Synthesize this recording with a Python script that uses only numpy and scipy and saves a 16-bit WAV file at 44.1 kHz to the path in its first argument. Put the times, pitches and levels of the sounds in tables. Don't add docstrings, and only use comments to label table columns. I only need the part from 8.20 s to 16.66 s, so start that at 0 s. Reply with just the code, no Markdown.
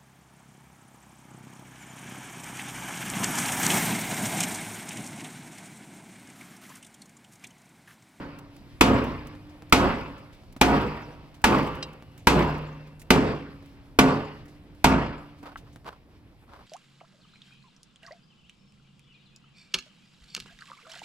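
import sys
import numpy as np
from scipy import signal
from scipy.fft import rfft, irfft
from scipy.io import wavfile
from scipy.ndimage import uniform_filter1d

SR = 44100
rng = np.random.default_rng(int(sys.argv[2]) if len(sys.argv) > 2 else 0)


def magnitude_from_level(level_db):
    exponent = np.asarray(level_db, float) / 20
    return 10 ** exponent


def bounce(signal):
    frames = np.transpose(np.atleast_2d(signal))
    limited = np.clip(frames, -1, 1)
    pcm = np.round(limited * 32767).astype(np.int16)
    wavfile.write(sys.argv[1], SR, pcm)


N = 373076

# (time [s], level [dB], boom below 500 Hz [dB], ring length [factor], grit level [dB])
BLOWS = [
    (-.31, -9, 1, 1.56, -47.5),
    (0.609, -2.5, -3.1, 1.43, -46),
    (1.525, -4, -2.5, 1.39, -48),
    (2.413, -2.5, -4.5, 1.53, -46),
    (3.241, -4.5, -0.5, 1.37, -43),
    (4.07, -2, -5.5, 1.47, -47),
    (4.905, -9.5, 12, 1.06, -47),
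    (5.788, -7, 3.5, 1.06, -48.5),
    (6.643, -4.5, -2.5, 1.137, -62.5),
]
# (time [s], crack level [dB], clang [Hz], upper clang [Hz], clang level [dB])
CONTACTS = [
    (0.61, -3, 910, 2555, -5.5),
    (1.5246, -2, 1290, 2344, -6.5),
    (2.413, -5.5, 826, 2410, -4.5),
    (3.241, -7, 870, 1685, 0),
    (4.071, -4.5, 950, 1613, -0.5),
    (4.905, -4.5, 723, 2960, -13.5),
    (5.789, -4, 1330, 1540, -12.5),
    (6.643, -5.5, 945, 2127, -2.5),
]
# (frequency [Hz], level per Hz [dB])
CRACK_COLOUR = [(59, -55), (100, -11.5), (338, -2), (628, -4), (922, -0.5), (1750, -8.5), (2210, -3.5),
                (2520, -4), (3250, -9), (6000, -16.5), (11000, -28), (14800, -33.5), (16500, -55)]
# (frequency [Hz], level per Hz [dB])
SPIT_COLOUR = [(1500, -29.5), (4000, -7.5), (5600, -2.5), (8000, -4.5), (15000, -3.5), (16800, -30)]
# (frequency [Hz], level per Hz [dB])
SHIVER_COLOUR = [(18, -24), (30, 3), (55, -9.5), (100, 5.5), (268, 4.5), (519, -3), (659, -8), (1120, -8.5),
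                 (1750, -19), (2740, -25), (3900, -39), (4800, -36.5), (5600, -44), (6000, -53.5)]
# (frequency [Hz], T60 [s])
SHIVER_T60 = [(40, 0.92), (150, 0.46), (400, 0.53), (1000, 0.57), (2500, 0.68), (5000, 0.71), (9000, 0.3),
              (15000, .3)]
# (frequency [Hz], level [dB], T60 [s])
CLEAR_MODES = [(60.67, -1, 0.62), (133.6, -12, 0.36), (151, -3, 1), (199.1, -1, 0.45), (227.3, -8.5, 0.75),
               (250, -3, 0.54), (264.1, 0, 0.31), (280.2, -3.5, 0.44), (143, -21.5, 1.3),
               (371, -26, 0.39), (367.2, -7, 0.37), (425.3, -7.5, 0.55), (534, -17.5, 0.91),
               (562, -12.5, 0.6), (612, -30, 0.63), (713, -16, 0.25), (837, -20, 0.23), (899, -9, 0.38),
               (933, -14.5, 0.66), (1020, -15, 0.47), (1118, -16.5, 0.3), (1254, -16.5, 0.3),
               (1460, -17.5, 0.22)]
# (frequency [Hz], level per Hz [dB])
GRIT_COLOUR = [(1500, -22.5), (3000, 15.5), (6000, -3), (10000, -8), (15500, -4.5), (17000, -30.5)]
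# (time [s], rms level [dB], frequency [Hz], T60 [s])
HUMS = [(-.3, -42.5, 285, 3.2), (0.608, -41.5, 298, 5.1), (1.53, -40.5, 290, 1.7), (2.42, -44.5, 295, 2.87),
        (2.42, -44.5, 660, 1.7), (3.249, -51, 289, 4), (3.25, -45, 520, 1.9), (3.248, -29.5, 1166, 0.9),
        (3.25, -44.5, 2670, 1.3), (3.248, -52.5, 2900, 1.8), (4.08, -46.5, 277, 3),
        (4.081, -49.5, 2700, 1.8), (4.912, -40.5, 280, 2.6), (5.8, -49.5, 294, 7.3), (6.65, -40, 289, 2.4)]
# (time [s], peak level [dB], colour [Hz])
RATTLES = [(2.6, -48, 5000), (3.627, -18.5, 3730), (4.225, -36.5, 4760), (4.34, -38.5, 4570),
           (4.385, -58, 8330), (5.12, -41, 5600), (5.158, -52, 4900), (5.187, -45.5, 4560),
           (6.735, -29, 5520), (6.8, -42, 4900), (6.86, -42, 5000)]
# (time [s], peak level [dB])
CRUMBS = [(0.1865, -33), (0.3631, -39.5), (0.8392, -30), (0.8994, -45.5), (1.0696, -32), (1.269, -50),
          (1.4951, -37.5), (2.146, -47), (2.324, -38.5), (2.8163, -48.5), (3.2161, -39), (3.4284, -30),
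          (3.4705, -32), (3.5514, -37.5), (3.73, -40), (3.9164, -53), (3.977, -34), (4.3788, -40),
          (4.816, -30.5), (5.4582, -43), (6.5477, -49.5), (5.8816, -25), (6.2555, -41), (7.2455, -54)]
# (time [s], peak level [dB], colour [Hz])
CHIPS = [(1.292, -47, 4620), (1.975, -43, 2770), (2.1251, -44, 4010), (2.365, -47.5, 3460),
         (3.1404, -42, 3990), (3.9894, -46, 6500), (4.7932, -38.5, 8900), (4.5474, -57, 4500),
         (6.278, -46, 5450), (7.1812, -49, 3580), (7.37, -36, 3650), (7.5262, -48.5, 6900)]
# (time [s], peak level [dB], colour [Hz])
BUMPS = [
    (1.151, -34.5, 299),
    (1.42, -28.5, 294),
    (2.236, -41.5, 145),
    (2.363, -23.5, 151),
    (3.822, -34, 143),
    (4.671, -31, 145),
    (4.869, -41, 143),
    (5.423, -33, 294),
    (7.228, -25.5, 278),
    (7.558, -28, 187),
]
# (time [s], peak level [dB], roll-off [Hz])
SNAPS = [
    (1.152, -38, 900),
    (1.4225, -33, 900),
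    (2.236, -43, 900),
    (2.365, -32, 900),
    (3.8245, -33, 700),
    (7.5605, -33, 900),
    (7.646, -38, 900),
    (7.676, -30, 900),
    (7.683, -31, 900),
]
# (frequency [Hz], level [dB], T60 [s])
PING_MODES = [(2790, 2, .09), (3130, 2, .07), (3860, 3, .06), (4050, 1, .06), (4770, 2, .06),
              (5100, 2, .05), (5500, 0, .05), (6100, -3, .05), (8000, -7, .05)]
# (frequency [Hz], level [dB], T60 [s])
TAP_MODES = [(900, -6, .02), (1150, -2, .025), (1330, 0, .03), (1550, -2, .025), (1950, -7, .02),
             (2900, -12, .015)]
# (time of most weight [s], level [dB], loading [s], unloading [s])
STEPS = [
    (7.272, -48, .05, .08),
    (7.476, -62, .036, .03),
    (7.681, -43, .04, .035),
    (7.725, -56, .03, .07),
    (8.228, -62, .016, .03),
    (8.34, -54, .08, .12),
]
# (frequency [Hz], level per Hz [dB])
GRAVEL_COLOUR = [(100, -20), (300, -6), (800, -2), (1100, 0), (1500, -5), (2000, -13), (4900, -22),
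                 (6200, -32), (14400, -37), (16500, -55)]
# (frequency [Hz], level per Hz [dB])
YARD_COLOUR = [(12, -25), (22, -4), (45, 0), (110, -1), (200, -8), (300, -9), (400, -15), (900, -20),
               (1400, -26), (2300, -26), (5400, -35), (6300, -43), (14500, -45), (16500, -58)]
# (time [s], level [dB])
YARD_LEVEL = [(0, -51.5), (1.3, -50), (4.2, -52.5), (6.4, -51), (7.2, -52.5), (7.95, -56), (8.46, -54)]
# (frequency [Hz], likeness [0-1])
SAME = [(30, .62), (60, .86), (150, .97), (300, .95), (700, .78), (1400, .56), (3000, .54), (8000, .64)]
# (frequency [Hz], level [dB])
LEAN = [(40, -0.5), (250, -1.8), (1400, -1.5), (2800, 3.5), (5500, -2.5), (10000, -6), (14000, -5)]
# (frequency [Hz], phase [rad])
TRAIL = [(30, .5), (150, .12), (350, .2), (700, .4), (1400, 1.0), (2800, 1.25), (5600, 1.6), (14000, 1.4)]

BRIGHT_DB, BRIGHT_PER_BOOM = 2.48, .18
REBOUND_S, REBOUND_WIDTH_S = .092, .058
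REBOUND_DB, REBOUND_PER_BOOM = 8, -.35
FRAME_SHARE = 0.82
THUMP_DB = -7.5
SPIT_DB, SPIT_T60_S, SPIT_LEAD_S = -9, 0.056, .002
RATTLE_T60_S, RATTLE_TREBLE_DB = 0.045, -34
CRUMB_HZ, CRUMB_T60_S, CRUMB_TREBLE_DB = 2650, .042, -9
CHIP_T60_S, CHIP_TREBLE_DB = 0.12, -16.5
BUMP_T60_S, BUMP_TREBLE_DB = .06, -42
PING_S, PING_DB = 3.626, -36
TAP_S, TAP_DB = 7.358, -29
STEP_EDGE_DB = -15
EDGE_HZ = 16750


def hammer():
    out, t = np.zeros((2, N)), np.arange(2 ** 16) / SR
    end = np.clip(10 * (t[-1] - t), 0, 1)
    for s, db, boom_db, ring, grit_db in BLOWS:
        tilt = BRIGHT_DB + BRIGHT_PER_BOOM * boom_db
        blow = magnitude_from_level(-16.5) * shiver(t, boom_db, tilt, ring)
        blow += magnitude_from_level(-21.5) * modes(t, boom_db, tilt, ring)
        blow += magnitude_from_level(grit_db) * grit(t, ring)
        blow += magnitude_from_level(-42.5) * flecks(t, ring)
        rock = np.exp(-((t - REBOUND_S * ring) / REBOUND_WIDTH_S) ** 2)
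        swell_db = (REBOUND_DB + REBOUND_PER_BOOM * boom_db) * rock
        add(out, s, magnitude_from_level(db + swell_db) * blow * end)
    for s, crack_db, clang_hz, upper_hz, clang_db in CONTACTS:
        add(out, s - .001, contact(crack_db, clang_hz, upper_hz, clang_db))
        add(out, s - SPIT_LEAD_S, magnitude_from_level(crack_db) * spit())
    for s, db, hz, t60 in HUMS:
        hum = struck(t, [(hz, db + 1.5, t60)])
        add(out, s, hum * magnitude_from_level(1.9 * wobble(len(t), size=1500)) * end)
    return out


def contact(db, clang_hz, upper_hz, clang_db):
    t = np.arange(2 ** 14) / SR
    crack = coloured(rng.standard_normal((2, len(t))), CRACK_COLOUR)
    crack = crack * (magnitude_from_level(-60 * t / 0.11) + magnitude_from_level(-9.5 - 60 * t / 0.29))
    clang = struck(t, [(clang_hz, clang_db + 5, .06), (upper_hz, clang_db + 3.0, .05)])
    thump = np.sin(2 * np.pi * 58 * t - np.array([[.7], [0]])) * magnitude_from_level(THUMP_DB - 60 * t / .17)
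    return magnitude_from_level(db) * (crack + clang + thump) * (1 - np.exp(-(t / .0018) ** 2))


def spit():
    t = np.arange(2 ** 12) / SR
    burst = coloured(rng.standard_normal((2, len(t))), SPIT_COLOUR)
    return burst * magnitude_from_level(SPIT_DB - 60 * t / SPIT_T60_S) * (1 - np.exp(-(t / .003) ** 2))


def shiver(t, boom_db, tilt, ring):
    z, hz = ports(*rng.standard_normal((2, len(t))), SHIVER_COLOUR, tilt)
    z = z / np.sqrt(np.mean(irfft(z, len(t)) ** 2)) * magnitude_from_level(boom_db * boom(hz))
    z = z * magnitude_from_level(2.33 * wobble(len(hz), size=16) - 1.33)
    chatter_db = 1.3 * wobble(len(t), size=300)
    out, step = np.zeros((2, len(t))), t[::64]
    for centre in 30 * 2 ** (np.arange(25) / 3):
        band = np.cos(np.pi * np.clip(1.5 * np.log2((hz + 1) / centre), -.5, .5)) ** 2
        patch = np.interp(t, step, wobble(len(step), size=25))
        fade_db = -60 * (t - .12) / (ring * read(SHIVER_T60, centre))
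        fade_db = fade_db + chatter_db * min(centre / 2000, 1) + 1.9 * patch
        rise = 1 - np.exp(-t * centre / 0.5)
        out += irfft(z * band, len(t)) * magnitude_from_level(fade_db) * rise
    return out


def modes(t, boom_db, tilt, ring):
    hz, db, t60 = np.transpose(CLEAR_MODES)[:, :, None]
    spot, bend, phase, side = rng.standard_normal((4, len(hz), 1))
    db = db + 3.5 * spot + boom_db * boom(hz) + tilt * np.log2((hz + 50) / 1000)
    turn = 2 * np.pi * (hz * (1 + .008 * bend) * t + phase)
    fade = magnitude_from_level(db - 60 * (t - .12) / (ring * t60)) * (1 - np.exp(-t * hz / 1.1))
    skew = .4 * side * np.minimum(hz / 700, 2) + read(TRAIL, hz)
    left = (fade * np.sin(turn - skew)).sum(0)
    right = (fade * np.sin(turn)).sum(0)
    return np.array([left, right])


def boom(hz):
    above_frame = 1 / (1 + (100 / (hz + 1)) ** 4)
    return (FRAME_SHARE + (1 - FRAME_SHARE) * above_frame) / (1 + (hz / 500) ** 2)


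def grit(t, ring):
    grains = rng.standard_normal((2, len(t))) * magnitude_from_level(2.7 * rng.exponential(1, len(t)))
    fade_db = -60 * (t - .12) / (0.71 * ring) + 1.8 * wobble(len(t), size=400)
    return coloured(grains, GRIT_COLOUR) * magnitude_from_level(fade_db) * (1 - np.exp(-t / 0.0054))


def flecks(t, ring):
    out, short = np.zeros((2, len(t))), t[:4096]
    for when, pitch, size, length in rng.random((30, 4)):
        s = .04 + .33 * ring * when ** 1.5
        hz = 2600 * 3.2 ** (pitch ** 1.3)
        db = -60 * s / ring + 12 * size - 10 * pitch
        t60 = 0.027 + 0.073 * length ** 2
        cluster = [(hz * ratio, db, t60) for ratio in (.96, 1, 1.03)]
        add(out, s, struck(short, cluster) * (1 - np.exp(-short / .003)))
    return out


def struck(t, table):
    hz, db, t60 = np.transpose(table)[:, :, None, None]
    trail = read(TRAIL, hz) * np.array([[1], [0]])
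    fade = magnitude_from_level(db - 60 * t / np.minimum(t60, 4))
    return (fade * np.sin(2 * np.pi * hz * t - trail)).sum(0)


def knocks(rows, t60, skirt_db, treble_db):
    out, t = np.zeros((2, N)), np.arange(2 ** 13) / SR
    shape = magnitude_from_level(-60 * t / t60) * (1 - np.exp(-t / (.03 * t60)))
    levels = [skirt_db - 15.5, skirt_db, 0, -5, treble_db]
    for s, db, hz in rows:
        corners = [30, hz / 1.6, hz, hz * 1.4, max(14000, hz * 1.6)]
        burst = coloured(rng.standard_normal((2, len(t))), list(zip(corners, levels)))
        add(out, s, burst * magnitude_from_level(db - 12.0) * shape)
    return out


def pings():
    out, t = np.zeros((2, N)), np.arange(2 ** 14) / SR
    for s, db, table in (PING_S, PING_DB, PING_MODES), (TAP_S, TAP_DB, TAP_MODES):
        add(out, s, magnitude_from_level(db) * struck(t, table) * (1 - np.exp(-t / .0006)))
    for s, db, hz in SNAPS:
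        u = 2 * np.pi * hz * t
        push = np.exp(-u) - np.exp(-4 * u)
        recoil = .22 * u * np.exp(-u / 2)
        add(out, s, magnitude_from_level(db + 6) * (push - recoil))
    return out


def boots():
    out = np.zeros((2, N))
    for s, db, rise, fall in STEPS:
        t = np.arange(-rise, fall, 1 / SR)
        snaps = rng.standard_normal((2, len(t))) * magnitude_from_level(2.2 * rng.exponential(1, len(t)))
        snaps = snaps * (rng.random(len(t)) < 4000 / SR)
        weight_db = db + 4 + STEP_EDGE_DB * np.where(t < 0, -t / rise, t / fall)
        weight_db = weight_db + 2.5 * wobble(len(t), size=250)
        crunch = coloured(snaps, GRAVEL_COLOUR) * magnitude_from_level(weight_db)
        add(out, s - rise, crunch * signal.windows.tukey(len(t), .3))
    return out


def yard():
    z, hz = ports(*rng.standard_normal((2, N)), YARD_COLOUR)
    out = np.zeros((2, N))
    for centre in 20 * 2. 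** np.arange(11):
        band = np.cos(np.pi * np.clip(np.log2((hz + 1) / centre) / 2, -.5, .5)) ** 2
        out += irfft(z * band, N) * magnitude_from_level(2.0 * wobble(N, size=2500))
    level_db = np.interp(np.arange(N) / SR, *np.transpose(YARD_LEVEL))
    return evened(out) * magnitude_from_level(level_db + 0.4 * wobble(N, size=8000))


def ports(a, b, colour, tilt=0.):
    hz = np.fft.rfftfreq(len(a), 1 / SR)
    same = np.clip(read(SAME, hz), 0, 1)
    right = rfft(a)
    left = same * right + np.sqrt(1 - same ** 2) * rfft(b)
    left = left * np.exp(-1j * read(TRAIL, hz))
    lean = magnitude_from_level(read(LEAN, hz) / 2)
    gain = magnitude_from_level(read(colour, hz) + tilt * np.log2((hz + 50) / 1000))
    return np.array([left * lean, right / lean]) * gain, hz


def coloured(noise, colour):
    z, _ = ports(*noise, colour)
    return evened(irfft(z, noise.shape[1]))


def wobble(count, size):
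    return evened(uniform_filter1d(uniform_filter1d(rng.standard_normal(count), size), size))


def evened(x):
    return x / np.sqrt(np.mean(x ** 2) + 1e-20)


def read(points, hz):
    f, value = np.transpose(points)
    return np.interp(np.log(hz + 1), np.log(f + 1), value)


def add(mix, s, sound):
    at = round(s * SR)
    sound = sound[..., max(-at, 0):]
    part = mix[:, max(at, 0):][:, :sound.shape[-1]]
    part += sound[..., :part.shape[1]]


def scene():
    mud = knocks([(s, db, CRUMB_HZ) for s, db in CRUMBS], CRUMB_T60_S, 0, CRUMB_TREBLE_DB)
    chips = knocks(CHIPS, CHIP_T60_S, -1, CHIP_TREBLE_DB)
    rattles = knocks(RATTLES, RATTLE_T60_S, -1, RATTLE_TREBLE_DB)
    bumps = knocks(BUMPS, BUMP_T60_S, -4, BUMP_TREBLE_DB)
    return hammer() + rattles + mud + chips + bumps + pings() + boots() + yard()


def top_cut(x):
    return signal.sosfilt(signal.butter(12, 16840, fs=SR, output="sos"), x)


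def record(dry):
    power_db = 10 * np.log10(abs(uniform_filter1d((dry ** 2).mean(0), 300)) + 1e-12)
    fall_db = np.arange(N) * 370.0 / SR
    held_db = np.maximum.accumulate(power_db + fall_db) - fall_db
    over_db = np.maximum(held_db + 26, 0)
    lag = np.exp(-1 / (0.0066 * SR))
    cut_db = signal.lfilter([1 - lag], [1, -lag], 0.52 * over_db)
    loud = 1.087 * np.tanh(dry / magnitude_from_level(cut_db) / 0.97)
    edge = signal.firwin(255, EDGE_HZ, window=("kaiser", 9), fs=SR)
    return top_cut(signal.oaconvolve(loud, edge[None], "same"))


dry = scene()
out = record(dry)
bounce(out)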